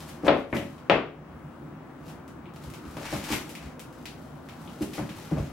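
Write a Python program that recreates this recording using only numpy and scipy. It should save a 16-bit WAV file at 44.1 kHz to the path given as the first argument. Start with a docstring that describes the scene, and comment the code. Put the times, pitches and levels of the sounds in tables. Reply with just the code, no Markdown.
"""Cat chasing a soft toy

A cat chases a soft toy over a hardwood bedroom floor. A scratching board tips and claps down as it leaps off.
Paws thump, claws tick, and fur and fabric scuff as it shoves a play tube about. Blows are filtered clicks and
ringing modes; scuffs are random clicks shaped by strokes. The small room rings briefly over a low rush of
ventilation and a faint whine. An automatic gain ducks at the loud claps and then recovers."""
import sys
import numpy as np
from scipy import signal
from scipy.fft import rfft, irfft, next_fast_len
from scipy.io import wavfile
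from scipy.ndimage import uniform_filter1d

SR = 44100
rng = np.random.default_rng(int(sys.argv[2]) if len(sys.argv) > 2 else 0)


def to_wav(s):
    """Save 16-bit WAV."""
    ch = np.atleast_2d(s).T  # columns
    pcm = np.round(np.clip(ch, -1, 1) * 32767)  # PCM
    wavfile.write(sys.argv[1], SR, pcm.astype(np.int16))


N = 243784
RING = 32768  # length of every blow and room response, in samples
TIME = np.arange(N) / SR
AGE = np.arange(RING) / SR  # seconds since a blow


def undb(db):
    """Decibels to gain."""
    return 10 ** (np.asarray(db) / 20)


def along(points, hz):
    """Read (frequency, value) points on a log-frequency axis."""
    f, value = np.transpose(points)
    return np.interp(np.log(np.maximum(hz, 1)), np.log(f), value)


def bins(size):
    """Frequencies of a real spectrum, in Hz."""
    return np.arange(size // 2 + 1) * SR / size


def unit(x):
    """Scale to rms 1."""
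    return x / np.sqrt(np.mean(x ** 2))


def paint(x, points):
    """Colour a sound by (frequency, level) points."""
    size = x.shape[-1]
    return irfft(rfft(x) * undb(along(points, bins(size))), size)


def impulse(db):
    """Spectrum of a minimum-phase click: its energy comes as early as the given levels allow."""
    cepstrum = irfft(np.log(undb(db)))
    # Folding the second half onto the first leaves nothing before the click.
    cepstrum[1:RING // 2] *= 2
    cepstrum[RING // 2 + 1:] = 0
    return np.exp(rfft(cepstrum[:RING]))


def hump(hz, steep_db):
    """Causal emphasis around hz that falls by about steep_db an octave on both sides."""
    octaves = np.log2(np.maximum(bins(RING), 10) / hz)
    rounded = np.hypot(octaves, .25) - .25
    return impulse(-steep_db * rounded)


def bands(x):
    """Split a sound into overlapping bands half an octave apart: (centre Hz, band)."""
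    size = x.shape[-1]
    spectrum = rfft(x)
    half_octaves = 2 * np.log2(np.maximum(bins(size), 1))
    for k in range(9, 29):
        weight = np.maximum(1 - abs(half_octaves - k), 0)
        yield 2 ** (k / 2), irfft(spectrum * weight, size)


def walk(rate):
    """Smooth random drift through rate new values a second."""
    knots = rng.standard_normal(512)
    return np.interp(TIME * rate, np.arange(len(knots)), knots)


def diffuse(size):
    """Two unrelated white noises."""
    phase = rng.random((2, size // 2 + 1))
    return unit(irfft(np.exp(2j * np.pi * phase), size))


# How wide the microphone pair hears: (frequency [Hz], side minus middle [dB])
STEREO_WIDTH = [(60, -77), (130, -23), (300, -6.5), (700, -8.5), (1400, -6), (3000, -1), (7000, 0),
                (14000, 1.5)]


def pair(x):
    """Two unrelated sounds become left and right: alike in the bass, different in the treble."""
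    side = paint(x[1], STEREO_WIDTH)
    return unit(np.array([x[0] + side, x[0] - side]))


# Full lean towards the left microphone; each layer takes a share: (frequency [Hz], left minus right [dB])
LEFT_LEAN = [(60, -4), (110, 2), (200, -7), (380, 9.5), (700, 16), (1300, 9), (4000, 6.5), (8000, 4.5),
             (15000, -3)]


def lean(x, share):
    """Favour the left microphone at most frequencies, the right at a few."""
    db = share * along(LEFT_LEAN, bins(N)) / 2
    return irfft(rfft(x) * undb(np.array([db, -db])), N)


# How long the room rings: (frequency [Hz], time to fall by 60 dB [s])
ROOM_DECAY = [(60, 0.56), (250, 0.43), (600, 0.34), (2500, 0.34), (6000, 0.3), (15000, 0.26)]
# First echoes off the surfaces: (delay [s], gain relative to the direct sound [factor])
FIRST_ECHOES = [(.0036, 0.4), (.010, 0.11), (0.0235, 0.26)]


def room(direct_db, build_s=0.0011):
    """Spectrum of one path across the bedroom: direct sound, first echoes, diffuse tail."""
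    tail = 0
    for hz, band in bands(diffuse(RING)):
        decay = np.exp(-np.log(1000) * AGE / along(ROOM_DECAY, hz))
        fading = band * decay * (1 - np.exp(-AGE / build_s))
        tail = tail + fading / fading.std(axis=1, keepdims=True) * band.std()
    tail = pair(tail) * np.minimum(1, 10 * (1 - AGE / AGE[-1]))  # fade out the last tenth
    early = 1 + sum(gain * np.exp(-2j * np.pi * bins(RING) * s) for s, gain in FIRST_ECHOES)
    return rfft(tail) / np.sqrt(RING) + undb(direct_db) * early


def body(colour, modes, ring_db):
    """A struck object's two spectra: a brief clack, and modes that swell before they fade."""
    clack = irfft(impulse(along(colour, bins(RING))))
    ring = 0
    for hz, db, t60 in modes:
        tone = np.sin(2 * np.pi * hz * AGE + rng.uniform(0, 2 * np.pi))
        ring = ring + undb(db) * tone * np.exp(-np.log(1000) * AGE / t60)
    ring = ring * (1 - np.exp(-AGE / 0.002))
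    return rfft(unit(clack)), rfft(undb(ring_db) * unit(ring))


def across(thing, path, ring_wet_db=-9):
    """The clack scatters all round the room; the modes arrive mostly straight."""
    clack, ring = thing
    return clack * path + ring * (1 + undb(ring_wet_db) * path)


def add(out, s, spectrum, db):
    """Place a blow at time s; it carries the energy of 50 ms at the given level."""
    blow, start = irfft(spectrum), max(int(s * SR), 0)
    energy = np.sum(blow.mean(axis=0) ** 2)
    blow = blow / np.sqrt(energy / (.05 * SR))
    out[:, start:start + RING] += undb(db) * blow[:, :N - start]


# Colour of the moving air: (frequency [Hz], relative level [dB])
AIR_COLOUR = [(15, -36), (37, -29), (50, -25), (64, -9), (117, -15), (151, -1.5), (189, -14), (237, -7),
              (360, -13), (414, -20.5), (490, -18), (579, -19.5), (1310, -23), (2420, -38), (4300, -49),
              (9000, -55), (14500, -58)]
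AIR_DB = -43.5


def ventilation(flicker_db=1.6, flickers_per_s=9):
    """A low, even rush of air: coloured noise whose bands flutter a little."""
    noise = paint(pair(diffuse(next_fast_len(N, True))), AIR_COLOUR)
    air = 0
    for _, band in bands(noise):
        air = air + band[:, :N] * undb(flicker_db * walk(flickers_per_s))
    return lean(unit(air) * undb(AIR_DB), share=0.39)


WHINE_HZ, WHINE_DB = 15735, -80


def whine():
    """A faint, steady electronic whistle near the top of hearing: one sine wave."""
    return np.sqrt(2) * undb(WHINE_DB) * np.sin(2 * np.pi * WHINE_HZ * TIME)


# Colour of one claw click: (frequency [Hz], relative level [dB])
CLAW_COLOUR = [(300, -52), (1500, 9.5), (2600, 9), (4500, -2), (7000, -5), (12000, -5), (16000, -7)]
# Claws tick on the wood; a higher emphasis is a brighter tick:
# (time [s], level among the ticks [dB], frequency emphasised [Hz])
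CLAW_TICKS = [(0.0887, -38.5, 7100), (0.552, -38, 8000), (0.781, -44.5, 4630), (2.082, -42, 5970),
              (2.279, -45, 6900), (2.538, -48, 7140), (2.561, -41.5, 5570), (2.701, -41, 8000),
              (2.738, -36.5, 6040), (2.853, -45.5, 5060), (2.969, -34.5, 4100), (3.241, -29.5, 6500),
              (3.494, -36, 8450), (3.552, -33, 5500), (3.795, -34, 7260), (3.927, -46.5, 7000),
              (4.056, -30.5, 4860), (4.488, -37.5, 4360), (4.822, -32.5, 8400), (4.935, -33, 4830),
              (5.093, -34.5, 4000)]


def claw_ticks(trim_db=-16):
    """Each claw gives one tiny click that the room draws out."""
    out, paths = np.zeros((2, N)), [room(direct_db=-8.0) for _ in range(3)]
    claw = impulse(along(CLAW_COLOUR, bins(RING)))
    for k, (s, db, hz) in enumerate(CLAW_TICKS):
        click = claw * hump(hz, steep_db=6.0)
        add(out, s, click * paths[k % len(paths)], db + trim_db)
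    return lean(out, share=0.37)


STROKE_DEPTH_DB = 17  # a stroke's two ends lie this far under its peak
SWELL_SHARE = 0.54  # share of its length before the peak


def stroke(peak_s, db, length_s):
    """Pressure of one stroke: it swells to its peak and eases off, evenly in decibels."""
    progress = (TIME - peak_s) / length_s
    distance = np.maximum(-progress / SWELL_SHARE, progress / (1 - SWELL_SHARE))
    return undb(db - STROKE_DEPTH_DB * distance)


def friction(strokes, colour, slips_per_s, scatter_db, jerk_db, count=3):
    """Fibres catch and slip: clicks of uneven size, in jerks, along several paths in the room."""
    pressure = sum(stroke(s, db, length_s) for s, db, length_s in strokes)
    pressure = pressure * undb(jerk_db * walk(60))
    size, out = next_fast_len(N, True), 0
    for _ in range(count):
        spread = np.minimum(rng.exponential(size=size), 4)
        sizes = rng.choice([-1, 1], size) * undb(scatter_db * spread)
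        happens = rng.random(size) < slips_per_s / count / SR
        slips = unit(paint(happens * sizes, colour))[:N]
        path = irfft(room(direct_db=-4.5))
        out = out + signal.fftconvolve((slips * pressure)[None], path, axes=1)[:, :N]
    return out / np.sqrt(count)


# Colours of fur on wood and of fabric: (frequency [Hz], relative level [dB])
FUR_COLOUR = [(60, -15), (300, 10), (1500, 1.5), (3000, 1), (6000, -3), (9000, -6), (12500, -6.5),
              (16000, -16)]
FABRIC_COLOUR = [(150, 4), (450, -16), (850, 7.5), (1400, 4.5), (2300, 5), (3500, -2.5), (6000, -5.5),
                 (15000, -20)]
# Fur and pads slide over the floor: (peak time [s], level among the slides [dB], length [s])
FUR_SLIDES = [(0.005, -47.5, 0.083), (0.09, -51, 0.28), (0.28, -64, 0.079), (0.38, -44, 0.11),
              (0.568, -33.5, 0.08), (0.67, -54.5, 0.35), (2.088, -52, 0.13), (2.645, -49, 0.081),
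              (2.75, -57, .12), (3.01, -49.5, 0.41), (3.145, -40.5, 0.18), (3.328, -32, 0.14),
              (3.5, -49.5, 0.18), (3.66, -64, 0.066), (4.0, -60.5, 0.48), (4.112, -56, 0.027),
              (4.24, -62, 0.22), (4.68, -54.5, 0.63), (4.823, -45, 0.058), (4.955, -43.5, .11),
              (5.18, -50.5, 0.41), (5.46, -56.5, 0.66)]
# Claws and toy rasp on the scratching board, then on the fabric tube:
# (peak time [s], level among the rubs [dB], length [s])
FABRIC_RUBS = [(0.277, -26.5, 0.052), (3.068, -34.5, 0.15), (3.138, -37, 0.067), (3.25, -48, .18),
               (3.328, -25, 0.098), (3.65, -46, .18), (4.825, -42.5, .06), (4.975, -49, .14),
               (5.105, -44.5, 0.093), (5.2, -57.5, 0.33), (5.38, -49, 0.64)]


def scuffles():
    """Fur hisses over the boards; board and tube fabric rasp in sparser catches."""
    fur = friction(FUR_SLIDES, FUR_COLOUR, slips_per_s=1100, scatter_db=4.0, jerk_db=1.5)
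    fabric = friction(FABRIC_RUBS, FABRIC_COLOUR, slips_per_s=600, scatter_db=3.5, jerk_db=2.5)
    return lean(undb(0.5) * fur + undb(-3.0) * fabric, share=0.45)


# Broad colour of the floorboards: (frequency [Hz], relative level [dB])
FLOOR_COLOUR = [(25, -25), (65, -13.5), (95, -7.5), (145, -1), (200, -3.5), (290, -3.5), (400, -3.5),
                (550, -20), (1000, -34), (4000, -58.5)]
# Notes that floor and room ring at together:
# (frequency [Hz], relative level [dB], time to fall by 60 dB [s])
FLOOR_NOTES = [(65, -15, 0.47), (145.8, -3, 0.29), (202.2, -2, 0.32), (259.4, -10, 0.57), (296, 2, 0.24)]


def floorboards():
    """The struck floor: a dull clack and a few low modes."""
    return body(FLOOR_COLOUR, FLOOR_NOTES, ring_db=-4.5)


BOOM_HZ, BOOM_LAG_S = 61.5, 0.01115  # the joists answer a moment after the boards
# Paws, toy and tube land:
# (time [s], level among the thumps [dB], pitch of the thud [Hz], joist boom relative to the thud [dB])
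LANDINGS = [(0.537, -17.5, 220, -35), (0.554, -17.5, 204, -10.5), (0.593, -23, 206, -31),
            (1.619, -42, 226, -17), (2.069, -36, 138, -26), (2.47, -36, 161, -22), (2.655, -34, 126, 3),
            (2.853, -36, 210, 1.5), (3.13, -47, 213, 13), (3.142, -37, 111, -29), (3.303, -20, 260, -12),
            (3.64, -35.5, 128, 2.5), (4.68, -35.5, 125, -24), (4.808, -21, 288, -12),
            (4.996, -24, 149, -17), (5.09, -29.5, 153, -33), (5.317, -16.5, 135, -8),
            (5.385, -38.5, 190, 16.5)]


def paw_thumps(floor, trim_db=-9):
    """Padded landings push the floorboards slowly, so mostly low notes answer; the joists boom just after."""
    out, paths = np.zeros((2, N)), [room(direct_db=-8) for _ in range(4)]
    joists = hump(BOOM_HZ, steep_db=15)
    for k, (s, db, hz, boom_db) in enumerate(LANDINGS):
        boards = across(floor, paths[k % len(paths)])
        add(out, s, boards * hump(hz, steep_db=11), db + trim_db)
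        add(out, s + BOOM_LAG_S, boards * joists, db + boom_db + trim_db)
    return lean(out, share=0.12)


# Hard edges clack on the boards: (time [s], level [dB], pitch [Hz])
EDGE_CLACKS = [(0.281, -22.5, 3230), (0.284, -22.5, 2600), (0.528, -28.5, 1900), (0.568, -37, 2740),
               (0.898, -21, 2800), (2.457, -59, 2520), (2.738, -62, 2460), (3.325, -39, 2320),
               (3.552, -51.5, 2450), (4.056, -54, 2630), (4.058, -54, 4240), (4.488, -61, 2160),
               (4.676, -57, 2900)]


def edge_clacks(focus_db=36):
    """A hard edge snaps against the wood and rings for an instant around one pitch."""
    out, paths = np.zeros((2, N)), [room(direct_db=-6) for _ in range(3)]
    for k, (s, db, hz) in enumerate(EDGE_CLACKS):
        add(out, s, hump(hz, steep_db=focus_db) * paths[k % len(paths)], db)
    return lean(out, share=0.54)


# Broad colour of wood struck on wood: (frequency [Hz], relative level [dB])
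BOARD_COLOUR = [(60, -31), (180, -7), (280, -5.5), (450, 1), (600, 0), (1000, -4), (1300, -5.5), (1750, -7),
                (2600, -6), (3600, -41.5), (4400, -24), (5400, -25.5), (9000, -36), (15000, -49)]
# Notes that board and room ring at together:
# (frequency [Hz], relative level [dB], time to fall by 60 dB [s])
BOARD_NOTES = [(265, -1, .45), (300, -2, .2), (321, -2, .2), (386, -4, .25), (410, -1, .25), (429, 0, .25),
               (484, -5, .3), (564, 3.5, .4), (636, -2, .35), (676, -4, .3), (743, -3, .25), (827, -3, .25),
               (906, -6, .25), (1062, -7, .3), (1150, -5, .32), (1315, -4, .28), (1830, -10, .3),
               (2099, -8, .32), (2610, -6, .28)]
# Board and tube knock on the floor; the rows at 0.9025 and 0.919 are echoes of the clap at 0.898.
# A higher corner sounds harder: (time [s], level [dB], corner [Hz], floor thud relative to that level [dB])
BOARD_KNOCKS = [(0.235, -37, 400, 4), (0.253, -35, 606, -27), (0.267, -26.5, 1400, -16),
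                (0.279, -10.5, 1220, -5.5), (0.282, -3, 1610, -13), (0.295, -35, 900, -17),
                (0.307, -24, 800, -1), (0.529, -23, 1150, 2.5), (0.568, -37.5, 3040, -12),
                (0.898, -8.5, 3300, -31.5), (0.9025, -26.5, 2960, 9), (0.919, -18.5, 3400, -42),
                (2.969, -39, 1020, -2), (3.128, -35, 1510, 4), (4.818, -44.5, 1000, 7.5),
                (4.981, -35.5, 1750, 1), (5.314, -39, 615, 3.5), (5.364, -44, 1290, -13),
                (5.372, -37.5, 676, 0)]


def board_knocks(floor):
    """Board and tube clap on the wood, with echoes; soft contacts lose treble, and the floor thuds under each."""
    out, board = np.zeros((2, N)), body(BOARD_COLOUR, BOARD_NOTES, ring_db=-7.0)
    paths = [room(direct_db=-9.5) for _ in range(5)]  # the rows take these in turn
    for k, (s, db, corner_hz, thud_db) in enumerate(BOARD_KNOCKS):
        path = paths[k % len(paths)]
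        softness = (1 + 1j * bins(RING) / corner_hz) ** 2
        add(out, s, across(board, path) / softness, db)
        add(out, s, across(floor, path), db + thud_db)
    return lean(out, share=0.42)


def scene():
    """Everything in the bedroom, left and right."""
    background = ventilation() + whine()
    floor = floorboards()
    play = claw_ticks() + scuffles() + paw_thumps(floor) + edge_clacks() + board_knocks(floor)
    return background + play


TOP_HZ = 15950


def record(dry, threshold_db=-17, recover_db_per_s=24.0):
    """An automatic gain turns down on loud claps and recovers steadily; a steep filter cuts the top."""
    power = uniform_filter1d(np.mean(dry ** 2, axis=0), size=600)
    loud_db = 10 * np.log10(np.maximum(power, 1e-12))
    release = recover_db_per_s * TIME
    wanted_db = 0.8 * np.maximum(loud_db - threshold_db, 0)
    # The running maximum holds the deepest cut, less the recovery since then.
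    duck_db = np.maximum.accumulate(wanted_db + release) - release
    wet = np.clip(dry * undb(-duck_db), -1, 1)
    top_cut = signal.ellip(10, .2, 70, TOP_HZ, fs=SR, output="sos")
    return signal.sosfilt(top_cut, wet)


dry = scene()
out = record(dry)
to_wav(out)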